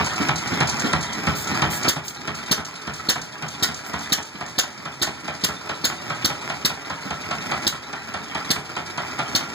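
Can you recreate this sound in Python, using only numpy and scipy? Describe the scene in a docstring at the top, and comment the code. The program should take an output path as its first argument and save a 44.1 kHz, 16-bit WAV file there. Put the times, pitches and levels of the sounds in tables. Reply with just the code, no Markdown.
"""In a garage, a small antique hit-and-miss engine runs on the floor, near a camera.
Once a cycle its valve gear knocks and the exhaust puffs; in some cycles the intake gulps shortly before.
Gears clatter and air hisses at the valves: noise with colour and ringing. Puffs and gulps are short swings of pressure.
The flywheel coasts and slows, then sharp firings kick it up to speed, and it ends firing every fourth cycle.
Loud cracks duck the camera's gain, so the clatter drops away and swells back between firings."""
import sys
import numpy as np
from scipy import signal
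from scipy.fft import rfft, irfft, next_fast_len
from scipy.io import wavfile
from scipy.ndimage import uniform_filter1d, map_coordinates

SR = 44100
rng = np.random.default_rng(int(sys.argv[2]) if len(sys.argv) > 2 else 0)


def wav_out(sig):
    """Save sig, one row per channel (or a flat mono array), as 16-bit PCM at SR to the path in sys.argv[1]."""
    wavfile.write(sys.argv[1], SR, np.round(np.clip(np.atleast_2d(sig).T, -1, 1) * 32767).astype(np.int16))


N = 420713
TIME = np.arange(N) / SR

# All levels are relative: the functions below still weigh and mix them.

# room echo: [f/Hz, time to fall by 60 dB/s]
ROOM_DECAY = [(80, 0.34), (300, 0.43), (1500, 0.36), (4000, 0.21), (8000, 0.24), (15000, 0.15)]
# steady gear clatter: [t/s, level/dB]
CLATTER_LEVEL = [(0, -32), (1.7, -31.5), (2.3, -34), (3.0, -31), (4.4, -28.5), (7.4, -29), (9.5, -29.5)]
# colour of the gear clatter: [f/Hz, level per Hz/dB]
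GEAR_COLOUR = [(30, -42), (48, -50), (72, -3.5), (110, -2), (150, -0.5), (260, 1), (480, -7), (800, -3),
               (1400, -7.5), (2000, -4.5), (4500, -17), (7000, -17), (10000, -29.5), (15000, -27.5)]
# resonances of gears and casting: [f/Hz, width/Hz, level/dB]
CASTING_MODES = [(420.4, 21, -4), (630, 9.8, -10.5), (840, 26, -11), (997, 58, -13), (1212, 30, -8.5),
                 (1342, 62, -3), (1385, 91, -2), (1670, 15, -7), (1937, 29, -9), (2370, 160, -2.5),
                 (5136, 220, 5.5)]
# slack in the linkage, taken up in every cycle: [part of a cycle after the knock, level/dB]
SLACK_TICKS = [(0.583, -33), (.635, -38.5), (.79, -34.5)]
# air leaking past the valves, swelling until 4.3 s and then dying away:
# [t/s, hiss level/dB, fine spray level/dB]
LEAK_LEVEL = [(0, -39, -50), (1.1, -37, -44), (2.3, -37.5, -41), (4.298, -30.5, -36), (4.8, -33.5, -48),
              (9.5, -42.5, -54)]
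# spits of fine spray at the intake, long while a hand covers it: [t/s, level/dB, length/s]
INTAKE_SPRAYS = [(1.35, -36.5, 0.076), (1.696, -35, 0.081), (2.046, -34, 0.055), (3.859, -26, .008)]
# colours of hissing air and of a fine spray of air: [f/Hz, level per Hz/dB]
HISS_COLOUR = [(1000, -13), (3000, 0), (4500, 3), (6500, -0.5), (8000, -4.5), (10000, -13.5), (12500, -45),
               (15000, -40)]
SPRAY_COLOUR = [(3000, -17), (8000, 7.5), (10500, -9.5), (12500, 1.5), (15000, 3)]
# sharp spits of air as a valve lifts or seats: [t/s, level/dB]
VALVE_SPITS = [(.044, -32.5), (.06, -30), (.133, -37), (0.159, -34.5), (.357, -30), (.381, -30),
               (.473, -34), (.672, -28.5), (.692, -25), (.766, -37), (.795, -29), (1.006, -34),
               (1.027, -29.5), (1.128, -32), (1.441, -34), (1.473, -34.5), (1.829, -30.5), (2.08, -24.5),
               (2.347, -31), (2.648, -24.5), (2.935, -27), (3.214, -22.5), (3.482, -24), (3.741, -25),
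               (3.989, -27), (4.226, -22.5), (4.461, -28)]
# colour of those spits: [f/Hz, level per Hz/dB]
SPIT_COLOUR = [(1500, -30), (4000, 0), (6500, 3.5), (8000, -1.5), (10000, -18), (12500, -23), (15000, -18)]
# gulps of the intake valve: [t/s, level/dB]
INTAKE_GULPS = [(.196, -21), (.514, -22), (.834, -20.5), (1.17, -30), (1.51, -24), (2.183, -31),
                (4.34, -23.5), (4.785, -24), (5.229, -26), (7.05, -23)]
# colour of the air drawn in: [f/Hz, level per Hz/dB]
DRAW_COLOUR = [(90, -28), (170, -8), (340, -10), (500, -15.5), (1500, -11.5), (4000, -20), (12000, -64)]
# strokes of the valve gear, one a cycle: [t/s, knock level/dB, exhaust puff level/dB]
STROKES = [(-.012, -26.5, -21.5), (.286, -25.5, -19.5), (.604, -24, -18), (0.931, -23.5, -15),
           (1.268, -26, -16), (1.618, -25.5, -16.5), (1.961, -28, -21), (2.275, -26, -20.5),
           (2.575, -25, -21.5), (2.872, -27, -20), (3.155, -23, -20), (3.423, -24.5, -19.5),
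           (3.684, -25, -22.5), (3.935, -24, -21), (4.177, -21.5, -21.5), (4.407, -22.5, -21),
           (4.634, -24, -29), (4.853, -22.5, -21), (5.07, -23.5, -19.5), (5.279, -22.5, -24),
           (5.485, -23.5, -21), (5.692, -22, -24.5), (5.895, -25.5, -28), (6.099, -24, -24),
           (6.297, -24, -27), (6.497, -23, -24.5), (6.698, -25.5, -29), (6.899, -24.5, -23.5),
           (7.105, -24.5, -20.5), (7.309, -23, -25), (7.514, -23.5, -24), (7.723, -25, -25),
           (7.929, -24, -27), (8.139, -23, -26), (8.348, -22.5, -28), (8.558, -26, -23.5),
           (8.765, -23.5, -25), (8.976, -24.5, -26), (9.189, -23, -24.5), (9.404, -28, -30)]
# one stray knock just before the engine catches: [t/s, level/dB]
LONE_KNOCK = (1.846, -30.5)
# colour of a knock: [f/Hz, level per Hz/dB]
KNOCK_COLOUR = [(60, -43), (150, 0), (480, -3.5), (750, 5), (1400, -1), (1800, -1.5), (2400, -3),
                (3200, -3.5), (5000, -18.5), (8000, -38), (15000, -44)]
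# resonances of the exhaust passage and floor: [f/Hz, width/Hz, level/dB]
PIPE_MODES = [(73.5, 7.2, 0.5), (89, 8.6, 4.5), (131.2, 12, 1.5), (158.6, 21, -1), (196.4, 42, -1.5),
              (316, 44, 0)]
# firings: [t/s, speed gained/(cycles per s), crack level/dB, time the gas takes to blow out/s,
# ring level/dB, f of the strongest ring/Hz, whistle level/dB]
FIRING_EVENTS = [(1.88, .532, -7, .016, -23, 3880, -30), (2.511, 0.37, -7, .018, -19, 4280, -33),
                 (3.087, 0.39, -8, 0.021, -10.5, 4255, -12), (3.624, 0.46, -7, .019, -11.5, 3750, -27),
                 (4.12, 0.42, -6, .019, -11, 3970, -8.5), (4.58, 0.41, -6, .02, -11, 4300, -11),
                 (5.015, 0.3, -6.5, .019, -11, 3650, -26), (5.436, .211, -4.5, 0.014, -22, 4300, -25),
                 (5.842, 0.16, -7, 0.014, -11, 4260, -16), (6.245, .128, -6.5, 0.013, -11.5, 4240, -28),
                 (6.648, .071, -6, .014, -13, 3850, -31), (7.667, 0.11, -5.5, .012, -6.5, 4300, -26),
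                 (8.503, .1626, -6.5, 0.014, -10, 4400, -32), (9.349, 0.13, -6, .014, -12, 4270, -24)]
# iron ringing under each crack: [f/Hz, width/Hz, level/dB]
IRON_MODES = [(1840, 120, -11), (3240, 18, -11), (3470, 37, -4), (3696, 27, -2.5), (3806, 38, -1.5),
              (3980, 35, -1), (4270, 55, 3), (4344, 58, 0), (4990, 62, -2)]
# colours of the crack and of the snap that opens it: [f/Hz, level per Hz/dB]
CRACK_COLOUR = [(100, -21), (300, -1.5), (900, -1), (1800, 2), (2400, -2), (3000, 6), (4200, 2), (5200, 8),
                (7000, -1.5), (8500, -8), (10000, -12.5), (12500, -12.5), (15200, -22)]
SNAP_COLOUR = [(300, -12), (2000, -16), (3500, -4.5), (4300, 3), (5000, 1), (7000, -12), (12000, -25),
               (15000, -27)]
# cavities of the cylinder head, which bark as the gas leaves: [f/Hz, width/Hz, level/dB]
HEAD_MODES = [(676, 130, -5), (1580, 300, -0.5), (1885, 230, 3)]
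# the gap that the gas whistles through: [f/Hz, width/Hz, level/dB]
GAP_MODES = [(6930, 55, 0)]
# stereo image: [f/Hz, turn from sum to difference/radians]
STEREO_TURN = [(0, -0.99), (150, -0.25), (500, -0.68), (1000, -0.29), (1378, 0.042)]

# flywheel at the start: cycles per s, and part of a cycle since the last knock
START_SPEED, START_PHASE = 3.274, .077
# speed lost to friction, and extra loss until the first firing (cycles per s, each second)
FRICTION, COLD_DRAG = .2356, .051
# where in the cycle air leaks past the valves (part of a cycle after the knock)
LEAK_PHASE = 0.23
# loose fittings: chinks a second; level over the clatter and its full range (dB)
CHINKS_PER_S, CHINK_DB, CHINK_RANGE_DB = 55, -1.5, 11.5
# their middle pitch (Hz), furthest stray from it (octaves), time to fall by 60 dB (s)
CHINK_HZ, CHINK_MAX_OCTAVES, CHINK_T60_S = 2001, 1.5, 0.041
# a gulp: pitch of each flap (Hz), time between flaps and their scatter (s), level (dB)
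GULP_HZ, FLAP_S, FLAP_SCATTER_S, FLAP_DB = 236, .0052, 0.00091, -1.5
# how much the modes near the strongest ring stand out (dB), and how far that reaches (Hz)
FOCUS_DB, FOCUS_WIDTH_HZ = 8, 240
# the valve slaps back as the gas runs out: part of the blow-out time,
# level under the first ring (dB), its pitch over the first ring's
RESEAT_SHARE, RESEAT_DB, RESEAT_PITCH = .8, -8, .87
# cavity pitch sinks as the pressure falls: size (part of the pitch) and time (s)
SAG, SAG_S = .18, .02
# gain control: level it holds (dB), recovery (dB per s), averaging and attack times (s)
LIMIT_DB, RECOVER_DB_PER_S, SENSE_S, ATTACK_S = -13.5, 7, 0.0027, 0.0002
# stereo: spacing of the swings and top of the camera's range (Hz)
COMB_HZ, TOP_HZ = 2756, 15380


def amp(db):
    """Turn decibels into gain."""
    return 10 ** (np.asarray(db) / 20)


def unit(x):
    """Scale to an rms of 1."""
    return x / np.sqrt(np.mean(np.abs(x) ** 2) + 1e-20)


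def along(points, hz):
    """Read a value between (Hz, value) points, on a log frequency axis."""
    f, v = np.transpose(points)
    return np.interp(np.log(hz + 1), np.log(f + 1), v)


def filtered(x, response):
    """Pass x through a complex response of frequency."""
    m = next_fast_len(N + SR)
    spectrum = rfft(x, m) * response(np.fft.rfftfreq(m, 1 / SR))
    return irfft(spectrum, m)[..., :N]


def resonances(modes, hz):
    """Sum of resonators, each ringing only after it is struck: rows of (Hz, width Hz, dB)."""
    return sum(amp(db) * 1j * hz * w / (c * c - hz * hz + 1j * hz * w) for c, w, db in modes)


def coloured(x, spectrum, modes=(), ring_db=0):
    """Give white noise a colour and ringing modes that never sound early, keeping its power."""
    def response(hz):
        # folding the cepstrum gives the colour its minimum phase
        cepstrum = irfft(np.log(amp(along(spectrum, hz))))
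        half = len(cepstrum) // 2
        cepstrum[1:half] *= 2
        cepstrum[half + 1:] = 0
        colour = np.exp(rfft(cepstrum))
        return unit(colour * (1 + amp(ring_db) * resonances(modes, hz)))
    return filtered(x, response)


def add(track, s, sound):
    """Mix a sound into the track from time s."""
    start = round(s * SR)
    part = sound[max(-start, 0):max(N - start, 0)]
    track[max(start, 0):][:len(part)] += part


def bursts(rows, rise, fall):
    """Loudness curve of (s, dB, length s) bursts: open, hold, then lose 60 dB in fall seconds."""
    envelope, t = np.zeros(N), np.arange(SR // 3) / SR
    for s, db, length in rows:
        die_away = amp(db - 60 * np.maximum(t - length, 0) / fall)
        add(envelope, s, die_away * (1 - np.exp(-t / rise)))
    return envelope


def grit(rate, share):
    """White noise, a share of its power made of tiny impacts at about rate a second."""
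    impacts = (rng.random(N) < rate / SR) * rng.standard_normal(N)
    share = np.clip(share, 0, 1)
    return np.sqrt(share) * unit(impacts) + np.sqrt(1 - share) * rng.standard_normal(N)


def flutter(rate, depth_db):
    """A gain that wanders between random values, rate of them a second."""
    knots = rng.standard_normal(int(N * rate / SR) + 4)
    return unit(amp(depth_db * map_coordinates(knots, [TIME * rate], order=1)))


def pushes(rows, hz, delay):
    """One short, quickly fading swing of air pressure for each (s, dB)."""
    track, t = np.zeros(N), np.arange(SR // 20) / SR
    swing = np.sin(2 * np.pi * hz * t) * hz * t * np.exp(2.4 - 3.2 * hz * t)
    for s, db in rows:
        add(track, s + delay, amp(db) * swing)
    return track


def blown(envelope, modes):
    """Rushing gas sounds the modes of a cavity, sinking in pitch after each firing."""
    starts = np.array([s for s, *_ in FIRING_EVENTS])
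    age = np.abs(TIME - starts[np.searchsorted(starts, TIME) - 1])
    pitch = 1 + SAG * (np.exp(-age / SAG_S) - .5)
    tone = filtered(rng.standard_normal(N), lambda hz: unit(resonances(modes, hz)))
    # reading the tone faster or slower bends its pitch
    return envelope * map_coordinates(tone, [np.cumsum(pitch)], mode="mirror")


def flywheel():
    """Time, speed and cycles done: friction slows the wheel steadily and every firing kicks it on."""
    step = .001  # s
    t = np.arange(-100, N / SR / step + 300) * step
    kicks = sum(kick * np.clip((t - s) / (10 * step) + .5, 0, 1) for s, kick, *_ in FIRING_EVENTS)
    first_firing = FIRING_EVENTS[0][0]
    speed = START_SPEED - FRICTION * t - COLD_DRAG * np.minimum(t, first_firing) + kicks
    turn = np.cumsum(speed) * step
    return t, speed, turn - np.interp(0, t, turn) + START_PHASE


def cycle_length(s):
    """Seconds that one cycle takes at time s, from the wheel's speed."""
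    t, speed, _ = flywheel()
    return 1 / np.interp(s, t, speed)


def each_cycle(phase):
    """The times at which the wheel passes one place in its cycle."""
    t, _, turn = flywheel()
    return np.interp(np.arange(int(turn[-1])) + phase, turn, t)


def garage(x, wet_db):
    """Direct sound plus a drifting room echo, slightly alike left and right in the bass only."""
    clumps = flutter(300, depth_db=2.8)[:SR // 2]  # clutter returns the sound in uneven clumps
    noise = clumps * rng.standard_normal((2, 2, SR // 2))  # two tails, each with two channels
    hz, t, z = signal.stft(noise, SR, nperseg=256)
    alike = (0.15 * np.exp(-hz / 600))[:, None].clip(0, 1)
    z[:, 1] = alike * z[:, 0] + np.sqrt(1 - alike ** 2) * z[:, 1]
    decay = amp(-60 * t / along(ROOM_DECAY, hz)[:, None])
    tails = signal.istft(z * decay, SR, nperseg=256)[1]
    tails = tails / np.linalg.norm(tails[0, 0])
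    tails = np.pad(tails, ((0, 0), (0, 0), (round(.004 * SR), 0)))  # echoes start late
    drift = 2 * np.pi * .7 * TIME  # swings between the two tails
    shares = x * np.array([np.cos(drift), np.sin(drift)])
    echo = signal.fftconvolve(shares[:, None], tails, axes=2).sum(0)[:, :N]
    return x + amp(wet_db) * echo


def clatter():
    """Gears and bearings rattle all the time, swelling as the cam takes up its load; slack ticks."""
    t, _, turn = flywheel()
    load = amp(1.8 * np.cos(2 * np.pi * (np.interp(TIME, t, turn) - .85)))
    level = amp(np.interp(TIME, *np.transpose(CLATTER_LEVEL)))
    rattle = level * load * flutter(90, depth_db=2.0) * grit(350, share=0.41)
    gears = coloured(rattle, GEAR_COLOUR, CASTING_MODES, ring_db=4.5)
    ticks = [(s, db + 2.3 * rng.normal(), .009) for phase, db in SLACK_TICKS for s in each_cycle(phase)]
    slack = bursts(ticks, rise=0.00029, fall=0.031)
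    return gears + coloured(slack * grit(1500, share=0.24), HISS_COLOUR)


def loose_parts():
    """Loose fittings chink and bump at random as the engine shakes; each chink has three partials."""
    metal, t = np.zeros(N), np.arange(SR // 12) / SR
    chance = rng.random((int(CHINKS_PER_S * N / SR), 8))
    times = chance[:, 0] * N / SR
    clatter_db = np.interp(times, *np.transpose(CLATTER_LEVEL))
    sizes = clatter_db + CHINK_DB - CHINK_RANGE_DB * (chance[:, 1] - .5)
    pitches = CHINK_HZ * 2 ** (CHINK_MAX_OCTAVES * (chance[:, 2::2] - chance[:, 3::2]))
    for s, db, hz in zip(times, sizes, pitches):
        partials = np.sin(2 * np.pi * hz[:, None] * t).sum(0)
        add(metal, s, amp(db - 60 * t / CHINK_T60_S) * partials)
    bumps = list(zip(times, sizes - 1.5))[::6]  # every sixth chink also bumps
    return metal + pushes(bumps, hz=263, delay=0)


def valve_air():
    """Air leaks past the valves once a cycle as noise bursts; fine spray also spits at the intake."""
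    when, hiss_db, spray_db = np.transpose(LEAK_LEVEL)
    leaks = each_cycle(LEAK_PHASE)
    hiss_rows = [(s, np.interp(s, when, hiss_db), 0.13 * cycle_length(s)) for s in leaks]
    spray_rows = [(s, np.interp(s, when, spray_db), .02) for s in leaks] + INTAKE_SPRAYS
    hiss = bursts(hiss_rows, rise=0.0016, fall=0.27) * grit(3000, share=0.37)
    fine = bursts(spray_rows, rise=0.011, fall=0.11) * grit(4800, share=.3)
    return coloured(hiss, HISS_COLOUR) + coloured(fine, SPRAY_COLOUR)


def spits():
    """Air spits past a valve seat: abrupt, high bursts of gritty noise."""
    envelope = bursts([(s, db, .007) for s, db in VALVE_SPITS], rise=0.00059, fall=0.04)
    return coloured(envelope * grit(2500, share=0.46), SPIT_COLOUR)


def intake():
    """The intake valve flaps four times in a short low gulp, and air snorts in behind it."""
    scatter = rng.standard_normal((len(INTAKE_GULPS), 4))
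    flaps = []
    for (s, db), row in zip(INTAKE_GULPS, scatter):
        for k, late in enumerate(row):
            flaps.append((s + FLAP_S * (k + 1) + FLAP_SCATTER_S * late, db + FLAP_DB))
    snorts = [(s + 0.0052, db - 10.5, .025) for s, db in INTAKE_GULPS]
    draw = bursts(snorts, rise=0.0037, fall=0.09) * rng.standard_normal(N)
    return pushes(flaps, hz=GULP_HZ, delay=0) + coloured(draw, DRAW_COLOUR)


def exhaust():
    """The opening valve lets out a puff that booms in the passage and returns off a near wall."""
    puff = pushes([(max(s, 0), db) for s, _, db in STROKES], hz=165.6, delay=0.0031)

    def passage_and_wall(hz):
        wall = 1 + 0.68 * np.exp(-2j * np.pi * hz * 0.0133)  # echo 13.3 ms later
        return wall * (amp(-11.0) + amp(8) * resonances(PIPE_MODES, hz))
    return filtered(puff, passage_and_wall)


def valve_gear():
    """The push rod strikes once a cycle: a hard clack, then the linkage rattles on the casting."""
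    knocks = [(s, db) for s, db, _ in STROKES] + [LONE_KNOCK]
    clack = bursts([(s + 0.00078, db + 8, .006) for s, db in knocks], rise=0.0029, fall=0.043)
    rattle = bursts([(s, db + .3, .022) for s, db in knocks], rise=0.0041, fall=0.16)
    tick = bursts([(s - .001, db - 2, .003) for s, db in knocks], rise=0.00034, fall=0.043)
    iron = clack * grit(3000, share=0.08) + rattle * grit(500, share=0.32)
    body = coloured(iron, KNOCK_COLOUR, CASTING_MODES, ring_db=2.5)
    return body + coloured(tick * grit(3000, share=0.31), HISS_COLOUR)


def iron_ring():
    """Each firing jolts the iron into fading tones, and the valve slaps back with a lower ring."""
    ring, t = np.zeros(N), np.arange(SR // 4) / SR
    hz, width, level = np.transpose(IRON_MODES)[:, :, None]
    jolts, slaps = [], []
    for s, _, _, blow, db, centre_hz, _ in FIRING_EVENTS:
        jolts.append((s, db, centre_hz))
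        slaps.append((s + RESEAT_SHARE * blow, db + RESEAT_DB, RESEAT_PITCH * centre_hz))
    for s, db, centre_hz in jolts + slaps:
        # strengths and tuning are new every time
        strength, detune, phase = rng.standard_normal((3, len(IRON_MODES), 1))
        focus_db = FOCUS_DB * np.exp(-((hz - centre_hz) / FOCUS_WIDTH_HZ) ** 2)
        decay = amp(level + focus_db + 1.5 * strength) * np.exp(-np.pi * width * t)
        modes = decay * np.sin(2 * np.pi * ((hz + detune * width * 0.37) * t + phase))
        add(ring, s + 0.000997, amp(db) * modes.sum(0) * (1 - np.exp(-t / 0.0016)))
    return ring


def firings():
    """A snap, then gas sputters out: a slow blow-out is long and barking, a quick one short and hard."""
    cracks = [(s, db, blow) for s, _, db, blow, *_ in FIRING_EVENTS]
    jet = bursts([(s + 0.00089, db - 3.5 + 308 * blow, blow) for s, db, blow in cracks],
                 rise=0.012, fall=0.027)
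    fine = bursts([(s + 0.0035, db - 32.5 + 385 * blow, .011) for s, db, blow in cracks],
                  rise=0.0098, fall=0.015)
    snap = bursts([(s + 0.0011, db + 14 - 1200 * blow, .0015) for s, db, blow in cracks],
                  rise=0.00064, fall=0.015)
    bark = bursts([(s + 0.0061, db - 28.5 + 1050 * blow, .024) for s, db, blow in cracks],
                  rise=0.0056, fall=0.06)
    whistle = bursts([(s + 0.0059, db, .012) for s, *_, db in FIRING_EVENTS], rise=0.0049, fall=0.018)
    sputter = flutter(700, depth_db=2.5)
    crack = coloured(jet * sputter * grit(3300, share=0.14), CRACK_COLOUR)
    crack += coloured(snap * grit(4400, share=0.12), SNAP_COLOUR, IRON_MODES, ring_db=-7)
    spray = coloured(fine * sputter * grit(2500, share=0.17), SPRAY_COLOUR)
    thump = pushes([(s, 0) for s, *_ in FIRING_EVENTS], hz=237, delay=-0.00058)
    return (amp(4.5) * crack + amp(32) * spray + blown(whistle, GAP_MODES)
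            + blown(bark, HEAD_MODES) + amp(-8.5) * thump)


def scene():
    """The engine in its garage; the hidden gear side is heard more by way of the walls."""
    gear_side = amp(2.5) * garage(clatter() + loose_parts(), wet_db=-4.5)
    valves = amp(4.5) * garage(valve_gear() + valve_air() + intake() + spits(), wet_db=-7.5)
    puffs = amp(-5.0) * garage(exhaust(), wet_db=-1.5)
    cracks = garage(firings() + iron_ring(), wet_db=-5)
    return gear_side + valves + puffs + cracks


def gain_control(pair):
    """Sound over the limit turns the gain down almost at once; it then creeps back up."""
    power = np.abs(uniform_filter1d(np.mean(pair ** 2, axis=0), max(round(SENSE_S * SR), 1)))
    excess_db = np.maximum(10 * np.log10(power + 1e-12) - LIMIT_DB, 0)
    # a running maximum on a rising ramp lets each cut fade at the recovery rate
    recovery_db = RECOVER_DB_PER_S * TIME
    cut_db = np.maximum.accumulate(excess_db + recovery_db) - recovery_db
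    keep = np.exp(-1 / (ATTACK_S * SR))
    return pair * amp(-signal.lfilter([1 - keep], [1, -keep], cut_db))


def record(dry):
    """The camera widens its stereo by frequency, trims deep bass and extreme treble, rides the gain."""
    def turn(hz):
        # swings between sum and difference along the frequency axis
        return np.interp(hz, *np.transpose(STEREO_TURN)) + np.pi * np.maximum(hz / COMB_HZ - .5, 0)
    mid = filtered(dry[0], lambda hz: np.cos(turn(hz)) - .012j)
    side = filtered(dry[1], lambda hz: 1j * np.sin(turn(hz)) - .05) - 0.013 * mid
    bass_cut = signal.butter(5, 61, "high", fs=SR, output="sos")
    pair = signal.sosfilt(bass_cut, [mid + side, mid - side])
    pair = pair * amp([[-.3], [.3]])  # the right port is a little more sensitive
    return filtered(gain_control(pair), lambda hz: 1 / (1 + (hz / TOP_HZ) ** 100))


dry = scene()
out = record(dry)
wav_out(out)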